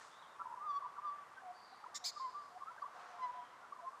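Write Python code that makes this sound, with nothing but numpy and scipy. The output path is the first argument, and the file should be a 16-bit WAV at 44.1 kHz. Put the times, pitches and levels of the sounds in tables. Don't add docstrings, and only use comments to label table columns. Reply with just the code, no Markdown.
import sys
import numpy as np
from scipy import signal
from scipy.fft import rfft, irfft
from scipy.io import wavfile
from scipy.ndimage import uniform_filter1d

SR = 44100
rng = np.random.default_rng(int(sys.argv[2]) if len(sys.argv) > 2 else 0)


def to_wav(s):
    ch = np.atleast_2d(s).T
    pcm = np.round(np.clip(ch, -1, 1) * 32767)
    wavfile.write(sys.argv[1], SR, pcm.astype(np.int16))


def convert_level_to_amplitude(level_db):
    exponent = np.asarray(level_db, float) / 20
    return 10 ** exponent


N = 176400
T = np.arange(N) / SR


def level(x, db):
    return x * convert_level_to_amplitude(db) / np.sqrt(np.mean(x ** 2))


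def walk(rate):
    hold = int(SR / rate)
    steps = np.repeat(rng.standard_normal(N // hold + 1), hold)
    return 1.3 * uniform_filter1d(uniform_filter1d(steps, hold), hold)[:N]


def shade(hz, table):
    table = np.array(table)
    return convert_level_to_amplitude(np.interp(np.log(hz + 1), np.log(table[:, 0]), table[:, 1]))


def add(out, start, x):
    i = int(start * SR)
    x = x[max(-i, 0):N - i]
    out[max(i, 0):max(i, 0) + len(x)] += x


# pitch_hz [Hz], level_db [relative dB per Hz]
HUM_SPECTRUM = [(25, -36.5), (100, -18), (350, -13.5), (520, -9), (700, -6), (1100, 0.5), (1900, -11.5),
                (2500, -19), (5400, -25), (8500, -30), (11800, -36.5), (15500, -48.5)]


def traffic():
    f = np.fft.rfftfreq(N, 1 / SR)
    octave = np.log2(f + 1)
    white = rfft(rng.standard_normal(N)) * shade(f, HUM_SPECTRUM)
    hum = np.zeros(N)
    for centre in range(4, 16):
        band = np.clip(1 - abs(octave - centre), 0, 1)
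        hum += convert_level_to_amplitude(walk(3)) * irfft(white * band, N)
    return level(hum, -59.5)


# start_s [s], rise_s [s],
# fall_s (decay constant) [s], level_db (at the crest) [dB], tilt_db (treble) [dB per octave]
RUSHES = [(-.05, 0.075, 0.11, -62.5, 8), (2.9, 0.1, 0.36, -54.5, -0.5)]


def rushes():
    out = np.zeros(N)
    f = np.fft.rfftfreq(N, 1 / SR)
    for start, rise, fall, db, tilt in RUSHES:
        band = (f > 450) / (1 + (f / 8500) ** 8)
        spectrum = shade(f, HUM_SPECTRUM) * convert_level_to_amplitude(tilt * np.log2(f + 1)) * band
        noise = irfft(rfft(rng.standard_normal(N)) * spectrum, N)
        t = np.clip(T - start, 0, None)
        out += level(noise, db) * np.where(t < rise, t / rise, np.exp(-(t - rise) / fall))
    return out


# start_s [s], length_s [s], centre_hz [Hz], width_hz [Hz],
# level_db (before the swell and fade) [dB]
BUZZES = [(1.53, 0.38, 4620, 450, -69.5)]


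def buzzes():
    out = np.zeros(N)
    rate_hz, depth = 88, 0.35
    for start, length, hz, width, db in BUZZES:
        u = np.linspace(0, 1, int(length * SR))
        throb = 1 + depth * np.sin(2 * np.pi * rate_hz * length * u)
        chirr = rng.standard_normal(len(u)) * throb
        edges = (hz - width / 2, hz + width / 2)
        band = signal.sosfilt(signal.butter(3, edges, "band", fs=SR, output="sos"), chirr)
        add(out, start, level(band, db) * np.abs(np.sin(np.pi * u ** 0.53)) ** 0.97)
    return out


# pitch_hz (of the overtone) [Hz], level_db (relative to the note at full effort) [dB]
OVERTONES = [(1400, -6.5), (2050, -20.5), (2350, -49), (3300, -31), (4600, -33), (5800, -39.5), (8000, -63)]
FULL_EFFORT_DB = -40


def flute(hz, gain, bright=1):
    phase = 2 * np.pi * np.cumsum(hz) / SR
    effort = bright * np.minimum(uniform_filter1d(gain, size=1500) / convert_level_to_amplitude(FULL_EFFORT_DB), 1) ** 2
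    overtones = sum(shade(k * hz, OVERTONES) * np.sin(k * phase) for k in range(2, 7))
    return np.sqrt(2) * gain * (np.sin(phase) + effort * overtones)


def pips(table):
    out = np.zeros(N)
    for mid, length, hz, glide, db in table:
        u = np.linspace(0, 1, int(length * SR))
        add(out, mid - length / 2, flute(hz + glide * (u - .5), convert_level_to_amplitude(db) * np.sin(np.pi * u) ** 2))
    return out


# middle_s [s], length_s [s], pitch_hz [Hz], glide_hz [Hz], peak_db (before the blur) [dB]
WHISTLES = [(1.37, 0.067, 3250, -259, -74), (2.821, 0.016, 4550, 343, -70), (3.099, 0.11, 6100, 225, -77),
            (0.017, 0.015, 1760, 300, -56), (.17, 0.22, 3630, 800, -69.5), (.25, .08, 3330, -200, -67.5),
            (.3, .2, 3670, -250, -73.5), (1.73, .26, 3990, 22, -75.5), (3.247, .035, 3140, 405, -68),
            (3.44, 0.36, 3204, -350, -75)]


def far_whistles():
    return pips(WHISTLES) * (.5 + walk(600))


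# start_s [s], length_s [s], pitch_hz (top of the arch, before the shaking) [Hz],
# arch (share of pitch), level_db (before the voice and breath mix and the envelope) [dB]
SQUAWKS = [(1.944, .043, 1898, 0.061, -40), (2.039, .072, 2577, .28, -35.5)]
SQUAWK_BREATH = (.5, .24)
# rate_hz [Hz], depth (share of pitch)
SQUAWK_RATTLE = ((280, .13), (309, 0.21))
# pitch_hz [Hz], level_db [relative dB]
SQUAWK_THROATS = ([(1500, -38), (1930, -7.5), (2620, -22), (3500, -8), (5450, -1.5), (6120, -10.5),
                  (6810, 1.5), (11100, -34), (15000, -24)], [(1700, -29), (2100, -13.5), (2500, -30),
                  (3500, -1.5), (4900, -3.5), (6200, -6), (7300, -11.5), (11100, -31), (15000, -27)])


def squawks():
    out, shake = np.zeros(N), walk(900)
    attack, jitter = .33, .006
    k = np.arange(1, 8)[:, None]
    f = np.fft.rfftfreq(4096, 1 / SR)
    for call, noise, (rate, depth), throat in zip(SQUAWKS, SQUAWK_BREATH, SQUAWK_RATTLE, SQUAWK_THROATS):
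        start, length, hz, arch, db = call
        u = np.linspace(0, 1, int(length * SR))
        rising = u < attack
        bow = np.where(rising, u / attack, (1 - u) / (1 - attack))
        rattle = abs(np.cos(np.pi * rate * length * u))
        pitch = hz * (1 - arch * (1 - bow) ** 2 * np.where(rising, 1, .5))
        pitch = pitch * (1 - depth * (1 - rattle))
        pitch = pitch * (1 + jitter * shake[int(start * SR):][:len(u)])
        phase = 2 * np.pi * np.cumsum(pitch) / SR
        voiced = (shade(k * pitch, throat) * np.sin(k * phase)).sum(axis=0)
        breath = irfft(rfft(rng.standard_normal(4096)) * shade(f, throat))[:len(u)]
        mix = (1 - noise) * level(voiced * (0.38 + rattle), 0) + noise * level(breath * (.5 + rattle), 0)
        envelope = bow ** np.where(rising, .7, .8) * np.clip((1 - u) / 0.054, 0, 1)
        add(out, start, convert_level_to_amplitude(db) * mix * envelope)
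    return out


# start_s [s], length_s [s], peak_db (of the loudest possible blip) [dB]
GURGLES = [(0.8, 0.087, -58), (1.327, 0.12, -54), (1.71, .29, -57), (2.651, .25, -55.5), (3.6, .4, -64)]
GURGLE_HZ = (600, 2100)


def gurgles():
    lo, hi = GURGLE_HZ
    per_s = 130
    blips = []
    for start, length, db in GURGLES:
        for a, b, c, d, e in rng.random((int(length * per_s), 5)):
            pitch = lo * (hi / lo) ** c
            blips.append((start + a * length, .008 + .014 * b, pitch, 300 * (d - .5), db - 10 * c - 6 * e))
    return pips(blips)


# start_s (middle of the first pulse) [s], spacing_s [s], pitch_hz [Hz],
# peak_db (after the softer first pulse) [dB]
TRILLS = [(.448, 0.012, 978, -42.5), (.489, 0.015, 936, -47.5), (.515, .0135, 964, -44),
          (2.612, 0.012, 1122, -44.5)]


def trills():
    soft_start_db, duty = 7.5, 1.1
    pulses = []
    for start, gap, hz, db in TRILLS:
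        for k in range(3):
            pulses.append((start + k * gap, duty * gap, hz, 0, db - soft_start_db * (k == 0)))
    return pips(pulses)


WAVER_DB, SOFT_WAVER = .6, 4
# middle_s [s], length_s [s], pitch_hz [Hz], glide_hz [Hz], peak_db (before the waver) [dB]
PIPS = [(0.412, 0.048, 1345, -12, -47.5), (0.414, 0.085, 1164, -37, -52), (0.414, 0.083, 992, 30, -53),
        (0.582, 0.043, 996, -66, -50.5), (0.648, 0.046, 986, -109, -56.5), (0.828, 0.011, 1086, 88, -40),
        (0.859, 0.058, 992, 22, -49.5), (0.973, 0.021, 1350, -70, -50), (0.989, 0.039, 1168, -16, -45),
        (0.992, 0.027, 994, 45, -45.5), (1.063, 0.105, 1008, -71, -53.5), (1.383, 0.039, 1557, 62, -51.0),
        (1.729, 0.034, 762, 77, -56.5), (1.843, 0.007, 1256, -99, -43.5), (1.867, 0.021, 995, 86, -46),
        (1.947, 0.073, 1170, -7, -55), (2.039, 0.092, 717, -71, -59), (2.173, 0.037, 1192, 8, -45.5),
        (2.683, 0.066, 1310, 235, -47.5), (2.716, 0.032, 992, 21, -52), (2.782, 0.03, 1578, -220, -54.5),
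        (2.827, 0.022, 1149, 16, -40), (2.842, 0.026, 1012, 12, -46), (2.861, 0.029, 1142, -10, -46.5),
        (3.64, 0.041, 1405, -92, -55.5), (3.729, 0.02, 1146, 80, -44.5), (3.766, 0.019, 1098, -150, -53),
        (3.799, 0.032, 990, -63, -50.5), (3.839, 0.06, 687, 17, -53), (3.874, 0.079, 1055, 22, -46.5),
        (3.945, 0.036, 1157, 10, -51.8)]


def short_pips():
    return pips(PIPS) * convert_level_to_amplitude(SOFT_WAVER * WAVER_DB * walk(150))


# time_s [s], pitch_hz (before the waver) [Hz], level_db (before the waver) [dB]
HELD = [
    [(0.56, 1167, -55), (0.58, 1158, -56), (0.62, 1177, -47), (0.65, 1251, -53.5), (0.665, 1224, -42),
     (0.685, 1182, -42), (0.715, 1145, -38), (0.727, 1127, -44), (0.765, 1135, -38.5), (0.785, 1151, -42),
     (0.797, 1145, -65)],
    [(1.005, 1196, -56), (1.03, 1213, -52.5), (1.055, 1197, -41.5), (1.097, 1148, -41.5),
     (1.108, 1139, -44), (1.125, 1158, -44), (1.15, 1172, -54), (1.24, 1152, -57)],
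    [(0.8, 1140, -53.5), (0.82, 1167, -53), (0.88, 1160, -49.5), (0.895, 1120, -71)],
    [(2.338, 1194, -61), (2.352, 1155, -43.5), (2.385, 1186, -48.5), (2.41, 1167, -55), (2.49, 1134, -65.5)],
    [(2.197, 1032, -46.5), (2.21, 1056, -43.5), (2.255, 1040, -41), (2.268, 993, -45), (2.295, 1006, -47.5),
     (2.308, 1018, -60), (2.335, 1044, -53)],
    [(3.175, 1018, -73), (3.195, 1035, -49), (3.208, 1037, -47), (3.245, 1006, -38.5),
     (3.282, 972.6, -47.5), (3.297, 986, -43.5), (3.325, 1002, -58), (3.365, 995.5, -50.0),
     (3.44, 973, -58)],
    [(1.42, 771, -62), (1.44, 753, -54), (1.465, 721.6, -50.5), (1.512, 715.4, -47.5), (1.528, 736, -64.5),
     (1.64, 727, -77)],
    [(2.5, 670, -65.1), (2.52, 709, -64), (2.58, 742, -56)],
    [(2.95, 720, -63.5), (3.265, 708, -65.5)],
    [(3.345, 732, -62), (3.38, 706, -56.5), (3.475, 730, -73)],
]


def held_notes():
    out, shake, waver = np.zeros(N), walk(60), walk(70)
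    waver_hz, edge_s = 6, 0.002
    for note in HELD:
        s, hz, db = np.array(note).T
        on = (T >= s[0]) & (T < s[-1])
        t = T[on]
        loud = np.interp(t, s, db)
        soft = np.clip((FULL_EFFORT_DB - loud) / 2 - 3, 1, SOFT_WAVER + 1)
        edge = np.clip(np.minimum(t - s[0], s[-1] - t) / edge_s, 0, 1)
        pitch = np.interp(t, s, hz) + waver_hz * shake[on]
        gain = edge * convert_level_to_amplitude(loud + WAVER_DB * soft * waver[on])
        bright = convert_level_to_amplitude(2 * waver[::-1][on])
        add(out, s[0], flute(pitch, gain, bright))
    return out


def magpie():
    return held_notes() + short_pips() + trills() + gurgles()


# delay_s [s], level_db (relative to the direct sound, before the low-pass) [dB]
ECHOES = [(0.13, -18.5), (0.242, -37.5)]


def yard(x):
    tail_db, t60_s, build_s = -14.5, 1.3, 0.011
    blur_s, top_hz = 0.0039, 6500
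    t = T[:SR]
    decay = 2 * np.log(1000) / t60_s
    energy = convert_level_to_amplitude(2 * tail_db) * decay * np.exp(-decay * t) * (1 - np.exp(-t / build_s))
    for delay, db in ECHOES:
        blur = np.exp(-.5 * ((t - delay) / blur_s) ** 2) / blur_s / np.sqrt(2 * np.pi)
        energy = energy + convert_level_to_amplitude(2 * db) * blur
    grains = rng.standard_normal(SR) * np.sqrt(energy / SR)
    response = signal.lfilter(*signal.butter(2, top_hz, fs=SR), grains)
    return x + signal.fftconvolve(x, response)[:N]


def scene():
    birds = far_whistles() + squawks() + magpie()
    return (traffic() + rushes() + buzzes() + yard(birds))[None]


def roll_off(x):
    return signal.sosfilt(signal.butter(12, 15610, fs=SR, output="sos"), x)


def record(dry):
    cut = signal.ellip(8, .2, 60, 15100, fs=SR, output="sos")
    mix = signal.sosfilt(cut, dry)
    return roll_off(mix)


dry = scene()
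out = record(dry)
to_wav(out)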